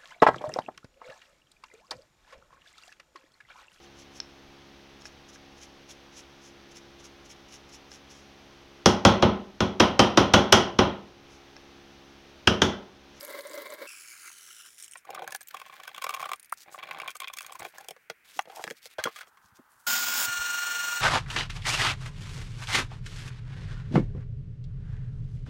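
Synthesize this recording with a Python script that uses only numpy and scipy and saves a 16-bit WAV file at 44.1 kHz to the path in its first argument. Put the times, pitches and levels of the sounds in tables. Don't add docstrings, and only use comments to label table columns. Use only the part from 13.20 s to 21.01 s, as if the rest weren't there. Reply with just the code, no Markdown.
import sys
import numpy as np
from scipy import signal
from scipy.fft import rfft, irfft
from scipy.io import wavfile
from scipy.ndimage import uniform_filter1d

SR = 44100
rng = np.random.default_rng(int(sys.argv[2]) if len(sys.argv) > 2 else 0)


def store_pcm(level_fs):
    pcm = np.round(np.clip(level_fs, -1, 1) * 32767).astype(np.int16)
    wavfile.write(sys.argv[1], SR, np.atleast_2d(pcm).T)


N = 344421
T_S = np.arange(N) / SR
HIT_S = T_S[:SR // 6]

# freq_hz, gain_db
GUSH_COLOUR = [(59, -58), (100, -39), (156, -39), (302, -8.5), (380, -16), (558, -1.5), (721, -21.5),
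               (880, -18.5), (1060, -7.5), (1190, -15.5), (1650, -12), (1900, -15), (2170, -8.5),
               (2450, -29), (3780, -19), (4800, -23), (5500, -30), (7200, -33), (16000, -28.5)]
# start_s, ring_hz (10 ms in), level_db
SLAPS = [(.024, 571, -37.5), (.08, 547, -36), (.14, 557, -31.5), (.185, 550, -29.5), (0.204, 462, -44),
         (.25, 571, -31.5), (.3, 535, -35), (.335, 591, -31.5), (.372, 557, -29.5), (0.419, 443, -39.5),
         (0.456, 547, -30.5), (.493, 610, -38), (0.519, 579, -30), (.578, 548, -39), (.615, 536, -27.5)]
SLAP_GLIDE_PER_S = 3.6
GUSH_END_S, GUSH_DB = .668, -48
# centre_s, gain_db
LULLS = [(.066, -3), (.232, -5), (.567, -8.5)]
LULL_HALF_S = .012
GURGLE_HZ, GURGLE_WANDER, GURGLE_DB = 2147, .03, -9.5
# start_s, bubble_hz, level_db
SPLASHES = [(.009, 4970, -43.5), (0.03, 12500, -46), (0.049, 11300, -42), (.08, 10100, -50.5),
            (.106, 13400, -50), (.19, 8790, -50), (0.208, 4260, -47), (.271, 9000, -48.5),
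            (0.334, 4850, -48), (.341, 7500, -51), (0.353, 14300, -47), (0.377, 5900, -49.5),
            (.42, 14700, -46), (.523, 3970, -51), (.538, 11500, -48), (2.16, 9800, -41.5),
            (2.215, 8550, -48), (2.23, 14300, -53), (2.273, 7600, -50.5), (2.285, 14300, -45),
            (3.159, 9300, -54), (3.197, 9700, -50), (3.229, 9400, -52.5), (3.246, 9400, -54.5),
            (3.258, 12400, -58), (3.296, 9600, -57), (3.323, 8900, -43), (3.338, 9200, -52),
            (3.967, 8000, -46), (4.332, 7800, -52), (4.405, 7900, -51), (5.21, 6500, -55),
            (5.221, 6500, -56)]
CRACKLE_START_DB, CRACKLE_SAG_DB_PER_S = -57, 24

# freq_hz, gain_db
SPRAY_COLOUR = [(200, -35), (360, -11.5), (700, -32), (1000, -11), (1450, -6.5), (2900, -0.5), (4000, -5.5),
                (4800, -3.5), (5400, 2.5), (8000, -1), (11000, 0.5), (11800, -12), (14000, -5),
                (16000, -11)]
SPRAY_END_S, SPRAY_START_DB, SPRAY_SAG_DB_PER_S = 1.49, -50, 4.5
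GAP_START_HZ, GAP_SAG_HZ_PER_S, GAP_LOWEST_HZ = 2610, 1060, 1835
# centre_s, gain_db
SURGES = [(.685, 1.5), (.77, 2.5), (.915, 3), (1.066, 11.5), (1.29, 4.5), (1.395, 1.5), (1.47, 2.5)]
SURGE_HALF_S, SURGE_HISS_SHARE = 0.03, 0.38
# start_s, end_s, level_db
DRIBBLES = [(1.49, 1.575, -57.5), (1.58, 1.655, -51), (1.67, 1.79, -62)]
# start_s, level_db
SPITS = [(1.582, -53), (1.6, -51), (1.611, -64), (1.6253, -45.5), (1.638, -50), (1.644, -46.5), (1.68, -52),
         (1.712, -50), (1.721, -50), (1.735, -47.5), (1.773, -51.5), (1.781, -54)]
# freq_hz, width_hz, gain_db
SPIT_MODES = [(3050, 430, 2), (5670, 290, -5), (6600, 170, 5), (7660, 210, 9), (8600, 380, 14),
              (14300, 2000, -18)]
BEND_LOW_HZ, BEND_DB = 1470, -8
# time_s, freq_hz, gain_db
BEND_UPPER = [(.67, 2665, 13), (.8, 2357, 1.5), (.92, 2240, 4), (1.09, 2206, -6), (1.11, 3055, -1.5),
              (1.5, 2880, 4)]
POP_S, POP_START_HZ, POP_RISE_HZ_PER_S, POP_T60_S, POP_DB = 3.325, 1060, 72000, .014, -12.5
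POP_UPPER_HZ = 1930

MOTOR_ON_S, CHATTER_END_S = 6.665, 7.055
WHINE_HZ, CHATTER_SHARP_HZ = 1418.3, 8
WHINE_DB, CHATTER_DUCK_DB, CABLE_DB, CHATTER_DB = -35.5, -3.5, -35.5, -28.5
CHATTER_SAG_DB = 2.5
START_KICK_DB, START_KICK_S = 7, 0.12
# multiple of the whine, level_db
GEAR_LINES = [(0.8127, -18.5), (1, 2), (1.0625, -15), (1.253, -12), (1.375, -26), (1.685, -18.5), (2, -9.5),
              (2.127, -23), (2.626, -22), (2.752, -29), (3, -11.5), (4, -14.5), (4.067, -21), (4.462, -39),
              (4.858, -29), (5, -18), (6.18, -23), (10.335, -28)]
# freq_hz, gain_db
CABLE_COLOUR = [(60, -20), (120, -27), (200, -14), (280, -11), (550, -10), (850, -1), (1400, 5),
                (2000, 0.5), (2600, 1), (3400, -1), (4200, -2), (4800, -7), (5700, 2), (7300, 1),
                (8700, -2.5), (9500, -15), (12500, -12.5), (15000, -3)]
# freq_hz, gain_db
CHATTER_COLOUR = [(100, -23), (230, -8), (480, -14), (750, -2), (1320, -1), (1470, 6), (1750, -3),
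                  (2400, -2.5), (3200, .5), (4200, -3.5), (5100, 5), (6000, -4.5), (7000, 6), (8300, -7),
                  (12300, -12), (14800, 2.5)]
SWING_HZ, SWING_AT_S, SWING_DB, SWING_DRAG_HZ = 23.47, 8.198, 2.2, 2.4
RASP_START_S, RASP_DB = 6.95, -36

# freq_hz, width_hz, gain_db
PIPE_MODES = [(592, 46, 2), (790, 65, 9.5), (1097, 155, 7), (1500, 220, 5.5), (2360, 140, 5.5),
              (2564, 170, 2), (2774, 89, -1), (3310, 310, 1.5), (3800, 1100, -10), (5370, 170, -7),
              (6780, 250, 6.5), (7960, 180, -16), (12700, 660, -17)]
# start_s, ring_hz, rise_s, body_db, edge_db, tick_db
CLICKS = [(1.7559, 1900, 0.0012, -44, -48.5, -67), (1.8912, 747, 0.00043, -39.5, -69, -78),
          (1.9048, 794, 0.0017, -40, -48.5, -51.5), (1.934, 775, .002, -43, -61, -74),
          (1.9486, 1215, 0.002, -41, -45, -47.5), (1.9764, 1160, 0.0025, -39, -62, -80),
          (1.9932, 737, 0.0018, -39, -48, -62), (2.0208, 750, .0004, -35, -50, -61),
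          (2.043, 800, 0.0021, -44, -52, -61), (2.0768, 1626, 0.00084, -37, -48, -46),
          (2.107, 1105, .001, -52, -54, -52), (2.1226, 1730, 0.0018, -42, -46, -43.5),
          (2.1485, 1700, 0.0018, -36, -42.5, -39), (2.2085, 1670, 0.00077, -50.5, -56, -52),
          (2.3449, 1133, .002, -35.5, -47, -51.5), (2.3693, 1060, 0.0019, -50, -44, -55),
          (2.399, 1110, 0.0027, -52, -49, -55), (2.416, 1083, 0.00067, -43, -47, -58),
          (2.463, 1080, .003, -52, -55, -60), (2.4975, 1130, 0.0011, -47, -54, -70),
          (2.526, 1120, 0.0021, -49.5, -54, -67), (2.54, 1075, 0.0016, -52.5, -59, -61),
          (2.6004, 1130, 0.0019, -46.5, -49, -61), (2.635, 1750, .001, -49.5, -48.5, -54),
          (2.6528, 1150, 0.0026, -52, -53, -61), (2.6779, 1527, 0.0019, -40, -44, -49),
          (2.691, 1150, .001, -50, -50, -61), (2.7466, 1100, 0.0013, -49.5, -44, -54.5),
          (2.763, 1100, .0008, -69, -47, -57), (2.7802, 1150, 0.0018, -40.5, -43, -50.5),
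          (2.8213, 1080, 0.0032, -38, -37.5, -44), (2.8421, 1082, .002, -31, -36, -38),
          (2.8665, 1147, 0.00029, -33.5, -37.5, -50), (2.893, 1174, 0.0018, -30.5, -36.5, -41.5),
          (2.9061, 1166, 0.00082, -38, -43, -49), (2.9292, 1130, 0.00089, -42, -51, -66),
          (2.9395, 1096, .0006, -39, -37, -45.5), (2.9459, 1124, 0.0032, -34.5, -39.5, -42),
          (2.9655, 1130, 0.00085, -44, -50, -56), (2.9724, 1110, 0.0019, -39, -52, -64),
          (2.996, 1180, 0.00056, -40, -46, -54), (3.0029, 1070, 0.0017, -38, -43, -50),
          (3.016, 1100, 0.0035, -51, -48, -50), (3.0278, 1123, 0.0017, -32, -39.5, -50),
          (3.0407, 1360, 0.00043, -39, -44, -64), (3.0569, 1160, 0.0028, -34, -42.5, -50.5),
          (3.0917, 1160, 0.0025, -36.5, -47, -51), (3.1164, 1147, .0004, -30.5, -38, -45.5),
          (3.1339, 1200, 0.00031, -34.5, -36, -43.5), (3.5455, 1146, 0.0013, -40.5, -56, -69),
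          (3.5875, 1060, 0.0023, -48, -45.5, -61), (3.5955, 1100, 0.0024, -48, -48, -66),
          (3.629, 1150, 0.0025, -41.5, -41.5, -64), (3.636, 1135, .001, -52, -47, -66),
          (3.674, 1080, 0.0016, -56, -47, -68), (3.689, 1140, 0.0022, -45, -51, -63),
          (3.7106, 1060, 0.00043, -39.5, -36, -54), (3.7466, 1130, 0.00089, -44, -47, -70),
          (3.786, 1120, .001, -43, -50, -58), (3.8001, 1160, .0002, -41.5, -36.5, -54),
          (3.8175, 790, 0.00022, -44.5, -40.5, -55), (3.8336, 1085, .001, -40.5, -57, -72),
          (3.86, 1074, 0.0008, -43, -51, -70), (3.8772, 790, .0003, -47, -41, -49),
          (3.8809, 1093, 0.0012, -39, -34.5, -52), (3.893, 1093, 0.0033, -46, -44, -59),
          (3.9046, 1680, 0.0013, -68, -47, -47.5), (3.913, 1500, 0.0017, -64, -49, -54),
          (3.9545, 1220, 0.0022, -43.5, -48, -49.5), (4.0024, 1150, 0.001, -45, -39, -42),
          (4.0193, 1093, 0.0022, -38.5, -40.5, -53), (4.034, 1100, 0.00095, -50, -44, -62),
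          (4.0437, 1060, 0.00087, -45.5, -38, -61), (4.0738, 1097, .0003, -51, -39, -65),
          (4.0815, 1500, .001, -63, -39.5, -50.5), (4.0998, 1150, 0.0004, -43.5, -48, -68),
          (4.1366, 1060, 0.0026, -48.5, -44.5, -44), (4.171, 1180, 0.0026, -49, -44.5, -45),
          (4.186, 1220, 0.00065, -62, -38.5, -41), (4.2074, 1157, .0002, -45.5, -43.5, -47),
          (4.2195, 1100, 0.00033, -64, -55, -50), (4.228, 1150, 0.00091, -62, -55, -52),
          (4.2458, 1130, .0003, -50, -48.5, -60), (4.2643, 1070, .0002, -62, -49, -46.5),
          (4.2953, 1140, 0.0018, -47, -53, -70), (4.306, 790, 0.0012, -50, -56, -71),
          (4.3227, 1130, 0.0019, -44.5, -49.5, -49.5), (4.354, 1025, 0.0027, -42, -52, -54),
          (4.395, 1120, 0.0033, -48, -53, -47), (4.429, 707, 0.00085, -47, -53, -54),
          (4.449, 726, 0.0031, -40, -43, -52), (4.464, 700, .002, -47, -53, -60),
          (4.5831, 1666, 0.00036, -43.5, -66, -49.5), (4.645, 800, .002, -56, -61, -60),
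          (4.609, 816, 0.0035, -50.5, -58, -57), (4.6855, 694, 0.00052, -46, -43.5, -43),
          (4.7081, 717, 0.00083, -45.5, -46, -47.5)]
PIPE_RING_HZ, PIPE_T60_S = 1082, 0.022
PIPE_THUD_DB, THUD_DB_PER_OCTAVE, PIPE_AIR_DB = -22.5, 31.5, -3.5
# start_s, end_s, level_db
TWISTS = [(1.847, 2.142, -52), (2.324, 2.797, -60.5), (2.84, 3.133, -53), (3.456, 3.569, -54.5),
          (3.578, 3.897, -49.5), (4.006, 4.388, -60.5), (4.397, 4.471, -48.5), (4.535, 4.653, -58)]
SLIPS_PER_S, SLIP_DB, SLIP_SPREAD_DB, SLIP_RISE_S = 17, -3, 4, 0.00199
SLIP_EDGE_DB, SLIP_TICK_DB = -8, -10
# freq_hz, width_hz, gain_db
TUB_MODES = [(650, 24, -21), (900, 55, -21), (1266, 51, 2.5), (1400, 95, -15), (1670, 46, -1.5),
             (2200, 670, -5.5), (2820, 280, -12.5), (3314, 120, -5.5), (4460, 98, -19), (6500, 1060, -4)]
# start_s, ring_hz, t60_s, level_db, thud_db, hardness_db
KNOCKS = [(4.764, 505, 0.035, -54.5, -62, -3.5), (4.8993, 1444, 0.04, -40, -39.5, 2.5),
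          (5.1918, 790, 0.013, -24.5, -56, -5.5), (5.255, 650, 0.028, -54.5, -59, -3),
          (5.274, 615, .02, -55, -49, -23), (5.298, 773, 0.061, -45, -55, -9),
          (5.394, 764, 0.072, -41, -48, -21), (5.44, 650, 0.014, -38.5, -41.5, 3.5),
          (5.469, 1770, .015, -46, -54, -5), (5.477, 1726, 0.0096, -39, -50, -3),
          (5.502, 1860, 0.017, -48.5, -47, 5), (5.509, 1663, 0.011, -44.5, -41.5, 4),
          (5.6565, 703, 0.011, -58, -51.5, 10.5), (5.784, 625, 0.065, -32, -38, -9),
          (5.791, 1573, 0.23, -32.5, -52, -7), (5.839, 1685, 0.031, -38.5, -61, 9.5),
          (5.855, 1416, 0.17, -29.5, -32, -6.5), (5.8725, 1123, 0.0087, -29, -37, -18),
          (5.96, 1214, 0.16, -44.5, -75, 2), (5.988, 1400, .04, -48, -70, 1.5),
          (6.009, 1470, 0.11, -42.5, -71, -1.5), (6.031, 1300, 0.037, -52, -71, -2.5),
          (6.072, 1290, 0.019, -62.5, -63, 0.5), (6.172, 1100, 0.056, -57.5, -78, -3.5),
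          (6.39, 1330, 0.069, -60, -66, -19)]
# offset_db against its level, share of the hardness
TUB_BRIGHTNESS = [(-0.5, 0.93), (-8.5, 1.6), (-18, 1.7)]
KNOCK_RISE_S, KNOCK_RISE_DB_PER_DB = 0.00055, .2
HIT_EDGES_HZ = [135, 600, 1700, 4200, 10000, 16500]
DETUNE, SPOT_SPREAD_DB = .012, 2.5
LONGEST_RING_S = .045
SNAP_SHARE = 0.44
FIRST_SLIP_GAIN, FIRST_SLIP_S = 0.86, 0.00058

# freq_hz, gain_db
THREAD_COLOUR = [(85, -23), (160, -8), (250, -17.5), (350, -6.5), (460, -12), (610, 3), (700, -2.5),
                 (790, 4.5), (900, -5), (1130, -6), (1350, -10), (1500, -1.5), (1900, -8), (2330, -4),
                 (2700, -11.5), (2950, -17), (3290, -15.5), (4200, -16), (8000, -72)]
# start_s, end_s, level_db
SCRAPES = [(2.33, 2.8, -62), (2.81, 3.1, -54), (3.58, 3.91, -65)]
# freq_hz, gain_db
SCRAPE_COLOUR = [(1000, -14), (1600, 6), (2400, 1.5), (2900, -1), (3350, 3), (4200, -10), (6400, -14),
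                 (9000, -26), (15000, -27)]
# start_s, end_s, level_db
CRINKLES = [(2.29, 2.8, -63), (2.82, 3.13, -61), (3.58, 3.92, -69), (4.01, 4.17, -78), (4.18, 4.65, -60.5),
            (5.82, 5.88, -51), (5.93, 5.99, -55), (6.21, 6.33, -74)]
# freq_hz, gain_db
RUSTLE_COLOUR = [(900, -3), (1500, 9.5), (2200, 4.5), (4000, 1), (6500, -5), (11000, -11), (15000, -4)]
# start_s, end_s, level_db
SHOVES = [(5.315, 5.355, -52.5), (5.368, 5.41, -47.5)]
# start_s, pitch_hz, level_db
BUMPS = [(4.409, 96, -59), (5.161, 297, -52), (5.469, 191, -48), (5.505, 254, -49), (5.788, 82, -49.5),
         (5.854, 231, -35), (6.241, 100, -59), (6.32, 102, -62.5), (6.387, 245, -51), (6.56, 80, -65),
         (7.079, 112, -46), (7.192, 61, -45)]
# start_s, end_s, centre_hz, level_db
SWISHES = [(3.365, 3.434, 5900, -54), (3.5, 3.57, 7560, -58.5), (4.425, 4.505, 10600, -59.5),
           (5.038, 5.165, 3330, -59.5), (5.13, 5.196, 5630, -53), (5.27, 5.438, 2950, -59.5),
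           (5.32, 5.525, 6240, -58), (5.548, 5.585, 4500, -56), (5.613, 5.672, 4500, -53),
           (5.688, 5.735, 3520, -56.5), (5.905, 6.022, 3800, -55.5), (6.06, 6.089, 7000, -67),
           (6.217, 6.29, 6200, -68.5), (6.342, 6.371, 6000, -59.5), (6.483, 6.667, 10100, -68.5)]
# freq_hz, gain_db
ROOM_COLOUR = [(60, -6), (120, -7.5), (250, -6.5), (500, -8), (700, -9), (1000, -7.5), (2500, -12),
               (4000, -15.5), (8000, -17), (16000, -14.5)]
# start_s, end_s, low_hz, high_hz, level_db
HUSH = [(1.6, 6.04, 1360, 2520, -66.5), (6, 6.7, 830, 1660, -64.5)]
ROOM_DB, TOP_HZ = -71, 15900


def gush():
    out, slugs = np.zeros(N), np.zeros(N)
    swell = HIT_S / 0.014 * np.exp(1 - HIT_S / 0.0072)
    for s, hz, level_db in SLAPS:
        add(slugs, s, amp(level_db) * swell)
        cycles = hz * HIT_S * (1 + SLAP_GLIDE_PER_S * (HIT_S / 2 - .01))
        add(out, s, amp(level_db - 1) * swell * np.sin(2 * np.pi * cycles))
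    steady = strokes([(0, GUSH_END_S, GUSH_DB)], attack_s=0.0022, release_s=0.0026)
    flow = (steady + 0.16 * slugs) * amp(2.0 * walk(68.94))
    gurgle_hz = GURGLE_HZ * (1 + GURGLE_WANDER * walk(14))
    gurgle = walk(170) * np.sin(2 * np.pi * np.cumsum(gurgle_hz) / SR + walk(150))
    patter = colour(grains(2500, 2.2), GUSH_COLOUR)
    out += (patter + amp(GURGLE_DB) * unit(gurgle)) * flow
    for when, pitch, size in rng.random((130, 3)):
        hz = 3500 + 12000 * np.sqrt(pitch)
        bubble = fade(24 / hz) * np.sin(2 * np.pi * hz * HIT_S)
        add(out, GUSH_END_S * when ** 1.7, amp(-46.0 + 15.4 * size ** 4) * bubble)
    return out


def splashes():
    out = np.zeros(N)
    for s, hz, db in SPLASHES:
        crack = band(rng.standard_normal(len(HIT_S)) * fade(0.027), 1600, 21500)
        bubble = np.sin(2 * np.pi * hz * HIT_S) * fade(0.0071)
        add(out, s, burst(unit(crack) + 1.16 * unit(bubble), db))
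    droplets = unit(band(grains(900, 3.2) * amp(3 * walk(120)), 3500, 16000))
    level = strokes([(0, GUSH_END_S, CRACKLE_START_DB)], attack_s=0.0016, release_s=.003)
    return out + droplets * level * amp(-CRACKLE_SAG_DB_PER_S * T_S)


def pouring():
    return amp(sum(db * np.exp(-((T_S - s) / LULL_HALF_S) ** 2) for s, db in LULLS))


def spray():
    strength, surge_db = jet()
    gap_hz = np.clip(GAP_START_HZ - GAP_SAG_HZ_PER_S * (T_S - GUSH_END_S), GAP_LOWEST_HZ, GAP_START_HZ)
    flutter = np.sin(2 * np.pi * np.cumsum(95 * (1 + 0.232 * walk(77))) / SR)
    hiss = grains(14000, 2.2) * amp(3.6 * flutter + 1.6 * walk(250))
    hiss = hiss + .5 * np.interp(T_S - 1 / gap_hz, T_S, hiss)
    level = strength * amp(SURGE_HISS_SHARE * surge_db)
    level = level + strokes(DRIBBLES, attack_s=0.011, release_s=0.013)
    out = colour(hiss, SPRAY_COLOUR) * level
    for s, spit_db in SPITS:
        puff = rng.standard_normal(len(HIT_S)) * fade(0.0041)
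        spit = signal.fftconvolve(puff, ring(SPIT_MODES))[:len(HIT_S)]
        add(out, s, burst(band(spit, 1500, 16000), spit_db))
    return out


def jet():
    strength = strokes([(GUSH_END_S, SPRAY_END_S, SPRAY_START_DB)], attack_s=0.0041, release_s=0.0025)
    strength = strength * amp(-SPRAY_SAG_DB_PER_S * (T_S - GUSH_END_S))
    return strength, sum(db * np.exp(-((T_S - s) / SURGE_HALF_S) ** 2) for s, db in SURGES)


def bend():
    strength, surge_db = jet()
    upper_hz, upper_db = curves(BEND_UPPER)
    low = walk(480) * np.sin(2 * np.pi * BEND_LOW_HZ * T_S + walk(450))
    upper = amp(upper_db) * walk(420) * np.sin(2 * np.pi * np.cumsum(upper_hz) / SR + walk(350))
    return (low + upper) * strength * amp(BEND_DB + surge_db + 2 * walk(150))


def pop():
    out = np.zeros(N)
    cycles = POP_START_HZ * HIT_S + POP_RISE_HZ_PER_S * HIT_S ** 2 / 2
    air = fade(POP_T60_S) * np.sin(2 * np.pi * cycles)
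    air = air + 0.35 * fade(0.0088) * np.sin(2 * np.pi * POP_UPPER_HZ * HIT_S)
    add(out, POP_S, amp(POP_DB) * band(np.minimum(HIT_S / .001, 1) * air, 620, 5000))
    tick = band(rng.standard_normal(len(HIT_S)) * fade(0.024), 8800, 16500)
    add(out, POP_S - .002, burst(tick, -44))
    return out


def machine():
    chatter = strokes([(MOTOR_ON_S, CHATTER_END_S, 0)], attack_s=0.0018, release_s=0.0082)
    progress = (T_S - MOTOR_ON_S) / (CHATTER_END_S - MOTOR_ON_S)
    chatter_db = CHATTER_DB + CHATTER_SAG_DB * np.cos(2 * np.pi * progress) / 2
    whine_hz = WHINE_HZ + CHATTER_SHARP_HZ * chatter
    whine_db = WHINE_DB + CHATTER_DUCK_DB * chatter
    whine_db = whine_db + START_KICK_DB * np.exp(-np.abs(T_S - MOTOR_ON_S) / START_KICK_S)
    swing = np.cos(2 * np.pi * SWING_HZ * (T_S - SWING_AT_S))
    jitter = 0.000366 * walk(40) + 0.0021 * chatter * walk(60)
    mesh = 2 * np.pi * np.cumsum(whine_hz * (1 + jitter) - SWING_DRAG_HZ * swing) / SR
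    loose = 0.99 * chatter
    load_db = (1 - loose) * SWING_DB * swing + loose * 2 * walk(130)
    whine = 0
    for k, db in GEAR_LINES:
        upper_db = (k % 2 == 0) * 1.3 * load_db - (k != 1) * 9 * loose
        phase = k * mesh + 0.22 * walk(30) + 2 * np.pi * rng.random()
        whine = whine + amp(whine_db + db + load_db + upper_db + .5 * walk(42)) * np.sin(phase)
    turn = np.resize(grains(9000, 0.69)[:int(SR / SWING_HZ)], N)
    coil = cabinet(0.36 * unit(turn) + grains(6000, 1.4), t60_s=0.3, wet_db=3.0)
    coil = coil * (1 + 0.48 * np.cos(mesh / 4))
    cable = colour(coil, CABLE_COLOUR) * amp(CABLE_DB + 1.5 * swing + .4 * walk(120))
    head = colour(cabinet(grains(4000, 4.1), t60_s=0.83, wet_db=4.5), CHATTER_COLOUR)
    head = head * amp(chatter_db + 1.5 * walk(170))
    rasp = unit(band(grains(9000, 1.5), 6500, 15000))
    rasp = rasp * strokes([(RASP_START_S, CHATTER_END_S, RASP_DB)], attack_s=0.03, release_s=0.003)
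    switch = np.clip((T_S - MOTOR_ON_S) / 0.0057, 0, 1)
    return (np.sqrt(2) * whine + cable + head * chatter + rasp) * switch


def pipe_clicks():
    rows = list(CLICKS)
    for (start, end, db), draws in zip(TWISTS, rng.random((len(TWISTS), 20, 3))):
        for when, size, pitch in draws[:int(SLIPS_PER_S * (end - start))]:
            s = start + when * (end - start)
            hz = PIPE_RING_HZ * (1 + .15 * (pitch - .5))
            body = db + SLIP_DB + SLIP_SPREAD_DB * (2 * size - 1)
            rows.append((s, hz, SLIP_RISE_S, body, body + SLIP_EDGE_DB, body + SLIP_TICK_DB))
    full = []
    for s, hz, rise_s, body, edge, tick in rows:
        octaves_low = max(np.log2(PIPE_RING_HZ / hz), 0)
        thud = body + PIPE_THUD_DB + THUD_DB_PER_OCTAVE * octaves_low
        full.append((s, hz, PIPE_T60_S, rise_s, thud, body, edge, tick, tick + PIPE_AIR_DB))
    return full


def tub_knocks():
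    rows = []
    for s, hz, t60_s, db, thud, hard in KNOCKS:
        rise_s = KNOCK_RISE_S * amp(-KNOCK_RISE_DB_PER_DB * hard)
        treble = [db + offset + share * hard for offset, share in TUB_BRIGHTNESS]
        rows.append((s, hz, t60_s, rise_s, thud, db, *treble))
    return rows


def hits(table, modes, contact, crack_db, ring_db, thud_hz, thud_t60_s):
    out = np.zeros(N)
    lead_in_s = .008
    since = HIT_S - lead_in_s

    def swell(rise_s, t60_s):
        return np.exp(np.minimum(since, 0) / rise_s - np.log(1000) * np.maximum(since, 0) / t60_s)

    for s, hz, t60_s, rise_s, *levels_db in table:
        grit, dull = rng.standard_normal((2, len(HIT_S)))
        catch = 1 + 1.1 * np.exp(-((since - rng.uniform(.003, .011)) / .0009) ** 2)
        catch = catch + FIRST_SLIP_GAIN * np.exp(-(rise_s + np.abs(since)) / FIRST_SLIP_S)
        push = grit * swell(rise_s, t60_s * contact) * catch
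        body = unit(signal.fftconvolve(push, ring(modes))[:len(HIT_S)]) + amp(crack_db) * unit(push)
        lead = np.sin(2 * np.pi * hz * HIT_S) * swell(rise_s, min(t60_s, LONGEST_RING_S))
        lead = amp(ring_db) * unit(lead)
        dull = dull * swell(rise_s, thud_t60_s)
        thud = unit(band(dull, thud_hz, 930)) + 1.2 * unit(dull)
        snap = grit * swell(rise_s, t60_s * contact * SNAP_SHARE) * catch
        parts = [thud, body + lead, body, unit(snap) + .5 * body, snap]
        for part, db, lo, hi in zip(parts, levels_db, HIT_EDGES_HZ, HIT_EDGES_HZ[1:]):
            add(out, s - lead_in_s + rise_s / 2, burst(band(part, lo, hi), db))
    return out


def rubbing():
    slips = np.abs(signal.fftconvolve(np.abs(grains(220, 3)), fade(.014))[:N]) + .5
    threads = colour(slips * rng.standard_normal(N), THREAD_COLOUR)
    threads = threads * strokes(TWISTS, attack_s=0.0017, release_s=0.01)
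    scrape = colour(slips * grains(1800, 2.4) * amp(6.1 * walk(130)), SCRAPE_COLOUR)
    scrape = scrape * strokes(SCRAPES, attack_s=0.0053, release_s=0.014)
    creases = grains(4000, 3.5) * amp(5 * walk(130))
    rustle = colour(creases, RUSTLE_COLOUR) * strokes(CRINKLES, attack_s=0.0074, release_s=0.024)
    slide = unit(band(grains(633, 3.6), 660, 950)) + 0.5 * unit(band(grains(820, 2.7), 340, 1550))
    return threads + scrape + rustle + slide * strokes(SHOVES, attack_s=0.0037, release_s=0.018)


def bumps():
    out = np.zeros(N)
    swell = HIT_S / 0.0041 * np.exp(1 - HIT_S / 0.0062)
    for s, hz, db in BUMPS:
        rattle = unit(band(rng.standard_normal(len(HIT_S)), hz / 2, hz * 2))
        add(out, s, amp(db) * swell * (np.sin(2 * np.pi * hz * HIT_S) + rattle) / 2)
    return out


def swishes():
    out = 0
    for start, end, hz, db in SWISHES:
        cloth = colour(grains(2500, 2.8), [(hz / 4, -9), (hz, 0), (hz * 1.5, -7), (hz * 4, -12)])
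        out = out + cloth * strokes([(start, end, db)], attack_s=0.024, release_s=0.0061)
    return out * amp(2.2 * walk(60) + 2.2 * walk(300))


def room():
    out = colour(rng.standard_normal(N), ROOM_COLOUR) * amp(ROOM_DB + walk(32))
    for start, end, lo, hi, db in HUSH:
        hush = unit(band(rng.standard_normal(N), lo, hi))
        out = out + hush * strokes([(start, end, db)], attack_s=0.094, release_s=0.02)
    return out


def cabinet(x, t60_s, wet_db):
    t = T_S[:SR // 2]
    tail = rng.standard_normal(len(t)) * np.exp(-np.log(1000) * t / t60_s) * (t > .003)
    return x + amp(wet_db) * signal.fftconvolve(x, tail / np.linalg.norm(tail))[:N]


def ring(modes):
    out = 0
    for hz, width, db in modes:
        detune, size = rng.standard_normal(2)
        decay = width * np.exp(-np.pi * width * HIT_S)
        tone = np.sin(2 * np.pi * hz * (1 + DETUNE * detune) * HIT_S)
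        out = out + amp(db + SPOT_SPREAD_DB * size) * decay * tone
    return out


def grains(rate_hz, spread_db):
    sizes = amp(spread_db * np.minimum(rng.exponential(size=N), 4))
    return unit((rng.random(N) < rate_hz / SR) * rng.choice([-1, 1], N) * sizes)


def walk(rate_hz):
    k = max(int(SR / rate_hz), 2)
    steps = np.repeat(rng.standard_normal(N // k + 1), k)
    return unit(uniform_filter1d(steps, k)[:N])


def strokes(rows, attack_s, release_s):
    gain = 0
    for start, end, db in rows:
        attack = np.clip((T_S - start) / attack_s, 0, 1)
        gain = gain + amp(db) * attack * np.exp(-np.clip((T_S - end) / release_s, 0, 30))
    return gain


def colour(x, points):
    hz, db = np.transpose(points)
    f = np.arange(N // 2 + 1) * SR / N + 1
    gain = amp(np.interp(np.log(f), np.log(hz), db))
    gain = gain * np.minimum(f / hz[0], 1) * np.minimum(hz[-1] / f, 1) ** 2
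    return unit(irfft(rfft(x) * gain, N))


def band(x, lo_hz, hi_hz):
    return signal.sosfilt(signal.butter(3, [lo_hz, hi_hz], "band", fs=SR, output="sos"), x)


def fade(t60_s):
    return np.exp(-np.log(1000) * HIT_S / t60_s)


def burst(x, db):
    return unit(x) * amp(db) * np.sqrt(SR / 100 / len(x))


def curves(table):
    s, *columns = np.transpose(table)
    return [np.interp(T_S, s, c) for c in columns]


def add(out, s, sound):
    i = max(int(s * SR), 0)
    out[i:i + len(sound)] += sound[:N - i]


def amp(db):
    return 10 ** (np.asarray(db) / 20)


def unit(x):
    return x / np.sqrt(np.mean(x ** 2) + 1e-24)


def scene():
    pipe = hits(pipe_clicks(), PIPE_MODES, contact=0.98, crack_db=-4, ring_db=3.5,
                thud_hz=371, thud_t60_s=0.054)
    tub = hits(tub_knocks(), TUB_MODES, contact=0.82, crack_db=-1.5, ring_db=2.5,
               thud_hz=356, thud_t60_s=0.039)
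    handling = cabinet(pipe + tub + rubbing() + swishes(), t60_s=0.058, wet_db=-13.5)
    poured = (gush() + splashes()) * pouring()
    water = cabinet(poured + spray() + bend() + pop(), t60_s=0.012, wet_db=-9.5)
    return (water + handling + bumps() + machine() + room())[None]


def record(dry):
    return signal.sosfilt(signal.ellip(10, .2, 70, TOP_HZ, fs=SR, output="sos"), dry)


dry = scene()
out = record(dry)
store_pcm(out)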